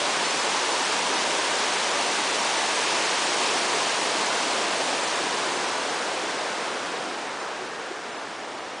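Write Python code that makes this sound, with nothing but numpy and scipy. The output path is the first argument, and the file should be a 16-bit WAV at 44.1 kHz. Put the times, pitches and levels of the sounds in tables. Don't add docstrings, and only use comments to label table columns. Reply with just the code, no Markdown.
import sys
import numpy as np
from scipy import signal
from scipy.fft import rfft, irfft, next_fast_len
from scipy.io import wavfile
from scipy.ndimage import uniform_filter1d, minimum_filter1d

SR = 44100
rng = np.random.default_rng(int(sys.argv[2]) if len(sys.argv) > 2 else 0)


def field_ratio(decibels):
    return 10 ** (np.asarray(decibels, dtype=float) / 20)


def to_wav(s):
    ch = np.atleast_2d(s).T
    pcm = np.round(np.clip(ch, -1, 1) * 32767)
    wavfile.write(sys.argv[1], SR, pcm.astype(np.int16))


N = 388080


def unit(x):
    return x / np.sqrt(np.mean(x ** 2) + 1e-20)


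def filtered(x, response):
    m = next_fast_len(N + 8192)
    spectrum = rfft(x, m) * response(np.fft.rfftfreq(m, 1 / SR))
    return irfft(spectrum, m)[..., :N]


def colour(points):
    f, level_db = np.transpose(points)
    return lambda hz: field_ratio(np.interp(np.log(hz + 1), np.log(f), level_db))


def resonances(modes):
    def response(f):
        total = 0
        for k, (centre, width, db) in enumerate(modes):
            damping = 1j * f * width
            total = total + (-1) ** k * field_ratio(db) * damping / (centre * centre - f * f + damping)
        return total
    return response


def churn(patchy_db, size):
    z = signal.stft(rng.standard_normal(N), nperseg=512)[2]
    field = uniform_filter1d(rng.standard_normal(z.shape), size[0], 0)
    field = uniform_filter1d(field, size[1], 1)
    return unit(signal.istft(z * field_ratio(patchy_db * unit(field)), nperseg=512)[1][:N])


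def shading():
    # t/s, shading/dB
    turning_away = [(0, 0.5), (.6, 0), (2.2, 0), (3.2, -1), (4.2, 0.35), (5.4, 3), (5.9, 5.5), (6.6, 8.5),
                    (7.1, 12.5), (7.6, 16.5), (8.1, 18), (8.8, 19.5)]
    return np.interp(np.arange(N) / SR, *np.transpose(turning_away))


def spray(shade_db):
    # f/Hz, level/dB per Hz
    sheet_spectrum = [(710, -30.5), (1200, 3), (1370, -6.5), (1480, -1.5), (2650, 1), (6110, -3),
                      (9580, -10), (10000, -11), (10300, -55), (13400, -42), (22000, -120)]
    sheet = filtered(churn(patchy_db=0.24, size=(30, 20)), colour(sheet_spectrum))
    return field_ratio(-28 - shade_db) * unit(sheet)


def roar(shade_db):
    # f/Hz, level/dB per Hz
    bank_spectrum = [(40, -70), (80, -39), (130, -18), (250, -6), (360, -2), (450, -1), (650, -1),
                     (1000, -3), (1600, -4.5), (1900, -7.5), (3000, -13), (5600, -19), (9500, -29),
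                     (10300, -43), (22000, -120)]
    bends_db = 54.5
    reflected = filtered(churn(patchy_db=0.7, size=(3, 30)), colour(bank_spectrum))
    return field_ratio(-28.5 - shade_db ** 2 / bends_db) * unit(reflected)


def foam():
    crowd = bubbles(810, spread=0.386, cycles=8.0, count=6000)
    return churn(patchy_db=0.5, size=(4, 20)) + field_ratio(-15) * crowd


def bubbles(centre_hz, spread, cycles, count):
    draw, t = rng.random((count, 3)), np.arange(600) / SR
    hz = centre_hz * np.exp(spread * rng.standard_normal((count, 1)))
    life = t * hz / cycles
    envelope = life * np.exp(-3 * life)
    rings = envelope * np.sin(2 * np.pi * hz * t * (1 + 0.099 * life))
    rings *= field_ratio(-1.5 * np.log(draw[:, 1:2]))
    where = (draw[:, :1] * N).astype(int) + np.arange(len(t))
    return unit(np.bincount(where.ravel(), rings.ravel(), N + len(t))[:N])


def channel_ring(excitation, shade_db):
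    # f/Hz, width/Hz, level/dB
    channel_modes = [
        (586, 194, -3.5),
        (953, 240, 0),
        (1160, 157, -3.5),
    ]
    response = resonances(channel_modes)
    ring = filtered(filtered(excitation, response), response)
    return field_ratio(-33 - 0.76 * shade_db) * unit(ring)


def bridge_boom(excitation, shade_db):
    # f/Hz, width/Hz, level/dB
    bridge_modes = [
        (264, 43, -5),
        (409, 104, -2),
        (676, 157, 0.5),
    ]
    along_s, along_width_s = 4.48, 1.1
    t = np.arange(N) / SR
    along_db = 11 * np.exp(-((t - along_s) / along_width_s) ** 2)
    response = resonances(bridge_modes)
    boom = filtered(filtered(excitation, response), response)
    return field_ratio(-44 - 0.17 * shade_db + along_db) * unit(boom)


def weir():
    shade_db, excitation = shading(), foam()
    spray_and_roar = spray(shade_db) + roar(shade_db)
    return spray_and_roar + channel_ring(excitation, shade_db) + bridge_boom(excitation, shade_db)


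def gulps():
    # t/s, f/Hz, peak level/dB, length/s
    air_pockets = [
        (7.63, 370.5, -36, 0.068),
        (7.915, 364, -28, 0.014),
    ]
    t = np.arange(N) / SR
    total = np.zeros(N)
    for s, hz, db, length in air_pockets:
        swell = np.exp(-((t - s) / length * 2) ** 2)
        total += field_ratio(db) * swell * np.sin(2 * np.pi * hz * t)
    return total


def microphone_noise():
    # f/Hz, level/dB per Hz
    hum_spectrum = [(15, -14), (60, -8), (110, 3), (170, -2.5), (400, -40), (22000, -120)]
    return field_ratio(-65.5) * unit(filtered(rng.standard_normal(N), colour(hum_spectrum)))


def scene():
    return np.tile(weir() + gulps() + microphone_noise(), (2, 1))


def starved(x, weak, from_hz, size=128):
    n, k = np.arange(2 * size), np.arange(size)
    window = np.sin(np.pi * (n + .5) / (2 * size))
    basis = window * np.cos(np.pi / size * np.outer(k + .5, n + .5 + size / 2))
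    padded = np.pad(x, (size, 2 * size - len(x) % size))
    z = np.lib.stride_tricks.sliding_window_view(padded, 2 * size)[::size] @ basis.T
    band = (k + 1) // 3
    cell = z ** 2 @ (band[:, None] == band)
    usual = uniform_filter1d(cell, size=60, axis=0)
    held = minimum_filter1d(cell / usual, size=3, axis=0) < weak / 5
    treble = k * SR / (2 * size) > from_hz
    kept = ~(((cell < weak * usual) | held) & treble)
    blocks = (z * kept) @ basis * 2 / size
    return (blocks[1:, :size] + blocks[:-1, size:]).ravel()[:len(x)]


def swapped(x):
    # t/s, low edge f/Hz
    noise_bands = [(0.259, 5700), (0.305, 5200), (0.398, 4700), (0.723, 5500), (1.025, 7200), (1.164, 4700),
                   (1.164, 6900), (1.629, 8100), (2.07, 6600), (2.581, 6300), (3.3, 4200), (4.02, 4200),
                   (5.042, 5700), (5.715, 4200), (5.901, 5200), (6.389, 4400), (6.389, 6300), (7.41, 5700),
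                   (8.13, 5700), (8.153, 4200), (8.177, 4700), (8.177, 5800), (8.177, 7200), (8.432, 4200),
                   (8.618, 6300)]
    frame, span = 2048, 1.23
    out, window, hz = x.copy(), np.hanning(frame) ** 1.3, np.fft.rfftfreq(frame, 1 / SR)
    for s, low_hz in noise_bands:
        centre = round(s * SR)
        part = slice(centre - frame // 2, centre + frame // 2)
        band = (hz > low_hz) & (hz < span * low_hz)
        old = irfft(rfft(x[:, part]) * band)
        new = irfft(rfft(rng.standard_normal((2, frame))) * band)
        out[:, part] += window * (field_ratio(2.0) * np.std(old) * unit(new) - old)
    return out


def roll_off(x):
    return signal.sosfilt(signal.butter(12, 11260, fs=SR, output="sos"), x)


def record(dry):
    mono = starved(dry[0], weak=.25, from_hz=4950)
    limited = filtered(np.tile(mono, (2, 1)), lambda hz: hz < 10180)
    mix = swapped(limited)
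    return roll_off(mix)


dry = scene()
out = record(dry)
to_wav(out)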